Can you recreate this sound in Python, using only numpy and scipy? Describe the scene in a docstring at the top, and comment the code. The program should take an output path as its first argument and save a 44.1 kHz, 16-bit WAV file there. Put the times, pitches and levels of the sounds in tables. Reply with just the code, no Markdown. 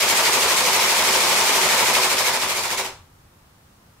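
"""Split-flap board

A wall of split-flap modules riffles in a small room, close to a stereo microphone, over hiss and rumble.
Flaps snap off their catches with bright ticks, then slap onto the stack and ring the housing: noise cracks
with a short ring, each with a bounce. The modules step nearly together, drift apart and bunch again, thin
out and stop, leaving only room tone. Ticks and slaps draw their module spreads independently."""
import sys
import numpy as np
from scipy import signal
from scipy.io import wavfile

SR = 44100
rng = np.random.default_rng(int(sys.argv[2]) if len(sys.argv) > 2 else 0)


def pcm_store(signal):
    """Save signal as 16-bit PCM."""
    levels = np.round(np.clip(np.atleast_2d(signal), -1, 1) * 32767)
    wavfile.write(sys.argv[1], SR, levels.astype(np.int16).T)


N = 176400

# Common beat: step_s, lateness_s, module_scatter_s (ticks), tick_to_slap_s
BEAT = [(0, 0.013, 0.016, 0.03), (.5, 0.02, .019, 0.024), (.9, 0.02, 0.021, 0.026),
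        (1.3, 0.021, .024, 0.024), (1.7, .034, .021, 0.023), (2.05, 0.032, 0.015, 0.022),
        (2.33, 0.024, .015, 0.018), (2.5, .018, .017, .013), (2.7, -0.0041, 0.016, .009),
        (2.8, -0.012, 0.011, 0.0069), (2.88, -0.028, .01, 0.0069)]
# Modules turning: time_s, share_0_to_1, tick_db, slap_db
TURNING = [(0, 0.97, 1, 0), (.6, 1, 0.5, -0.5), (1.3, 0.99, 0.5, 0.5), (1.85, 0.95, 1, 1),
           (2.02, 0.87, 1, 0), (2.12, 0.67, 0, -0.5), (2.27, 0.8, 0, -1), (2.36, 0.52, -2, -1),
           (2.5, .45, -1, -2), (2.65, .37, -2.5, -2.5), (2.8, 0.28, -1, -2), (2.87, 0.24, -11, -7.5)]
# Tick spectrum: freq_hz, gain_db
TICK_COLOUR = [(100, -44), (500, 1), (1000, -5), (1550, -1), (1900, 0.5), (2230, 2.5), (2600, -1),
               (3100, -3.5), (5000, -3), (7400, -3.5), (8300, -5.5), (9800, -6), (13000, -9),
               (16000, -17.5)]
# Slap spectrum before housing resonances: freq_hz, gain_db
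SLAP_COLOUR = [(30, -28), (70, -13.5), (120, -14.5), (180, -10.5), (300, -10.5), (480, -4.5), (620, -3.5),
               (780, -2.5), (1200, -2), (1700, -9.5), (4000, -11), (16000, -25.5)]
# Flap and housing resonances: centre_hz, width_hz, lift_db
HOUSING = [(220.4, 29, 4.5), (380, 23.5, 11.5), (456, 24, 3), (512, 25, 4), (916, 112, 6), (1019, 90, 3.5)]
# Stereo width of the board: freq_hz, side_vs_mid_db
BOARD_WIDTH = [(60, -46), (130, -41), (290, -17), (640, -10), (1410, -5), (3100, 0), (6820, -0.5),
               (15000, -1.5)]
# Microphone imbalance: freq_hz, left_minus_right_db
LEAN = [(500, 1), (1000, 1.4), (3000, 0.5), (4500, 1.5), (7000, -2), (9000, -2.5), (12000, 1), (16000, 1.5)]
# Room decay: freq_hz, t60_s
ROOM_DECAY = [(150, 0.44), (500, 0.39), (1150, 0.39), (3000, 0.34), (7000, 0.32), (14000, 0.23)]
# Room tone spectral density, relative: freq_hz, density_db
AIR_COLOUR = [(25, -1), (45, -4.5), (78, 4), (130, 1), (200, -6), (300, -11.5), (600, -15.5), (1000, -14.5),
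              (1500, -18), (2200, -23.5), (4500, -26.5), (15500, -30.5)]
# Stereo width of the room tone: freq_hz, side_vs_mid_db
AIR_WIDTH = [(60, -43), (180, -13.5), (550, -1.5), (1650, 0), (4970, 1), (15000, -2)]
# Rumble gain: time_s, gain_db
RUMBLE = [(2.9, 2.5), (3.129, 1), (3.35, -1.5), (3.6, -2), (4, -1)]

FILTER_TAPS = 8192
HZ = np.fft.rfftfreq(FILTER_TAPS, 1 / SR)
STEP_S, JITTER_S, SLAP_SCATTER_RATIO, PAN_SD = .08, .003, .85, 0.39
BOUNCE_MEDIAN_S, BOUNCE_DB = .006, -7.5
TICK_DB, TICK_SPREAD_DB, TICK_ROOM_DB = -23.5, 3, -1.5
TICK_T60_S, TICK_RISE_S = 0.012, 0.00074
TICK_RING_HZ, TICK_RING_SD_OCTAVES, TICK_RING_POWER_SHARE = 4516, .8, 0.22
SLAP_DB, SLAP_SPREAD_DB, SLAP_ROOM_DB = -26, 5, -1
SLAP_T60_S, SLAP_RISE_S = .012, 0.00071
SLAP_RING_HZ, SLAP_RING_SD_OCTAVES, SLAP_RING_POWER_SHARE = 906, 0.59, 0.0086
RING_T60_S = 0.02
AIR_DB, RUMBLE_TOP_HZ = -53, 201.6
CENTRED_HZ, LOW_CUT_HZ, EDGE_HZ = 200, 18, 15750


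def amp(db):
    """Decibels to gain."""
    return 10 ** (np.asarray(db) / 20)


def read(points, hz=HZ):
    """Table interpolated on a log-frequency axis."""
    f, value = np.transpose(points)
    return np.interp(np.log(hz + 1), np.log(f + 1), value)


def at_time(points, s):
    """All value columns of a table, interpolated at time s."""
    times, *columns = np.transpose(points)
    return [np.interp(s, times, column) for column in columns]


def add(mix, s, sound):
    """Add a two-channel sound at time s; skip it if it starts before zero."""
    start = round(s * SR)
    if start >= 0:
        part = mix[:, start:start + sound.shape[1]]
        part += sound[:, :part.shape[1]]


def colour(x, db):
    """Causal minimum-phase filter with the given gain over HZ."""
    log_gain = np.log(amp(np.r_[db, db[-2:0:-1]]))
    taps = np.fft.ifft(np.exp(np.conj(signal.hilbert(log_gain)))).real
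    return signal.oaconvolve(x, taps[:FILTER_TAPS // 2])[:N]


def voiced(pair, db, level_db):
    """Colour a mid-side pair and set the RMS of its mid."""
    out = np.array([colour(x, db) for x in pair])
    return amp(level_db) * out / out[0].std()


def stereo(pair, width):
    """Mid-side to left-right, with frequency-dependent width."""
    side = colour(pair[1], read(width))
    return np.array([pair[0] + side, pair[0] - side])


def knocks(t60_s, rise_s, ring_hz, sd_octaves, power_share, count=1500, size=800):
    """Stock of mid-side impacts: a short noise crack plus a brief plastic ring at its own pitch."""
    t = np.arange(size) / SR
    share = np.clip(power_share, 0, 1)
    rise = 1 - np.exp(-t / rise_s)
    crack = rise * np.exp(-np.log(1000) * t / t60_s)
    ring = rise * np.exp(-np.log(1000) * t / RING_T60_S)
    hz = ring_hz * 2 ** (sd_octaves * rng.standard_normal((count, 1, 1)))
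    hz = np.minimum(hz, SR / 2)
    phase = rng.random((count, 2, 1))  # cycles
    tone = np.sqrt(2) * np.sin(2 * np.pi * (hz * t + phase))
    noise = rng.standard_normal((count, 2, size))
    cracks = noise * crack / np.linalg.norm(crack)
    rings = tone * ring / np.linalg.norm(ring)
    return np.sqrt(1 - share) * cracks + np.sqrt(share) * rings


def impacts(pool, spread_db, falls, scatter_ratio, count=180, groups=12):
    """Turning modules strike once a step, each with a bounce; one mid-side pair per group of modules."""
    out = np.zeros((groups, 2, N), np.float32)
    pan = np.clip(PAN_SD * rng.standard_normal((count, 1)), -1, 1)
    place = np.sort(rng.standard_normal(count * 20))[10::20]  # early or late in the beat
    golden = (np.sqrt(5) - 1) / 2
    rank = (np.arange(count) * golden + rng.random()) % 1  # highest rank stops first
    for step_s in np.arange(0, TURNING[-1][0] + STEP_S / 2, STEP_S):
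        late_s, scatter_s, fall_s = at_time(BEAT, step_s)
        share, tick_db, slap_db = at_time(TURNING, step_s + late_s)
        jitter, force, rebound = rng.standard_normal((count, 3)).T
        hits = pool[rng.integers(0, len(pool), count)]
        hits[:, 1] = pan * hits[:, 0] + np.sqrt(1 - pan ** 2) * hits[:, 1]
        spread_s = scatter_ratio * scatter_s * place + JITTER_S * jitter
        times_s = step_s + late_s + falls * fall_s + spread_s
        bounces_s = times_s + BOUNCE_MEDIAN_S * np.exp(rebound / 2)
        force_db = spread_db * 2 * np.tanh(force / 2)  # soft-limited
        turning = np.clip((share - rank) * count, 0, 1)
        gains = turning * amp(force_db + (slap_db if falls else tick_db))
        for k in np.flatnonzero(gains):
            hit = gains[k] * hits[k]
            add(out[k % groups], times_s[k], hit)
            add(out[k % groups], bounces_s[k], amp(BOUNCE_DB) * hit)
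    return out


def room(groups, wet_db, size=16000):
    """Short diffuse tail per group: noise whose treble dies first."""
    noise = rng.standard_normal((len(groups), 2, size))
    hz, t, z = signal.stft(noise, SR, nperseg=256)
    decay = np.exp(-np.log(1000) * t / read(ROOM_DECAY, hz)[:, None])
    tails = signal.istft(z * decay, SR, nperseg=256)[1]
    tails /= np.linalg.norm(tails, axis=2, keepdims=True)
    wet = signal.fftconvolve(groups, tails.astype(np.float32), axes=2).sum(0)[:, :N]
    return groups.sum(0) + amp(wet_db) * wet


def ticks():
    """Flaps snapping off their catches: bright cracks and rings."""
    pool = knocks(TICK_T60_S, TICK_RISE_S, TICK_RING_HZ, TICK_RING_SD_OCTAVES, TICK_RING_POWER_SHARE)
    hits = impacts(pool, TICK_SPREAD_DB, False, 1)
    return voiced(room(hits, TICK_ROOM_DB), read(TICK_COLOUR), TICK_DB)


def slaps():
    """Flaps landing on the stack, lifted at the housing resonances."""
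    body_db = read(SLAP_COLOUR)
    for hz, width_hz, lift_db in HOUSING:
        body_db = body_db + lift_db / (1 + (2 * (HZ - hz) / width_hz) ** 2)
    pool = knocks(SLAP_T60_S, SLAP_RISE_S, SLAP_RING_HZ, SLAP_RING_SD_OCTAVES, SLAP_RING_POWER_SHARE)
    hits = impacts(pool, SLAP_SPREAD_DB, True, SLAP_SCATTER_RATIO)
    return voiced(room(hits, SLAP_ROOM_DB), body_db, SLAP_DB)


def room_tone():
    """Coloured noise: faint hiss and a low rumble that eases late, then recovers slightly."""
    air = stereo(voiced(rng.standard_normal((2, N)), read(AIR_COLOUR), AIR_DB), AIR_WIDTH)
    low_pass = signal.butter(2, RUMBLE_TOP_HZ, fs=SR, output="sos")
    rumble = signal.sosfiltfilt(low_pass, air)
    rumble_db = at_time(RUMBLE, np.arange(N) / SR)[0]
    return air - rumble + rumble * amp(rumble_db)


def scene():
    """Board, coloured slightly differently at each microphone, over room tone."""
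    left, right = stereo(ticks() + slaps(), BOARD_WIDTH)
    half_lean_db = read([(CENTRED_HZ, 0), *LEAN]) / 2
    board = np.array([colour(left, half_lean_db), colour(right, -half_lean_db)])
    return board + room_tone()


def record(dry):
    """Low cut, then a linear-phase band limit."""
    low_cut = signal.butter(2, LOW_CUT_HZ, "high", fs=SR, output="sos")
    band_limit = signal.firwin(801, EDGE_HZ, window=("kaiser", 9), fs=SR)
    return signal.oaconvolve(signal.sosfilt(low_cut, dry), band_limit[None], "same")


dry = scene()
out = record(dry)
pcm_store(out)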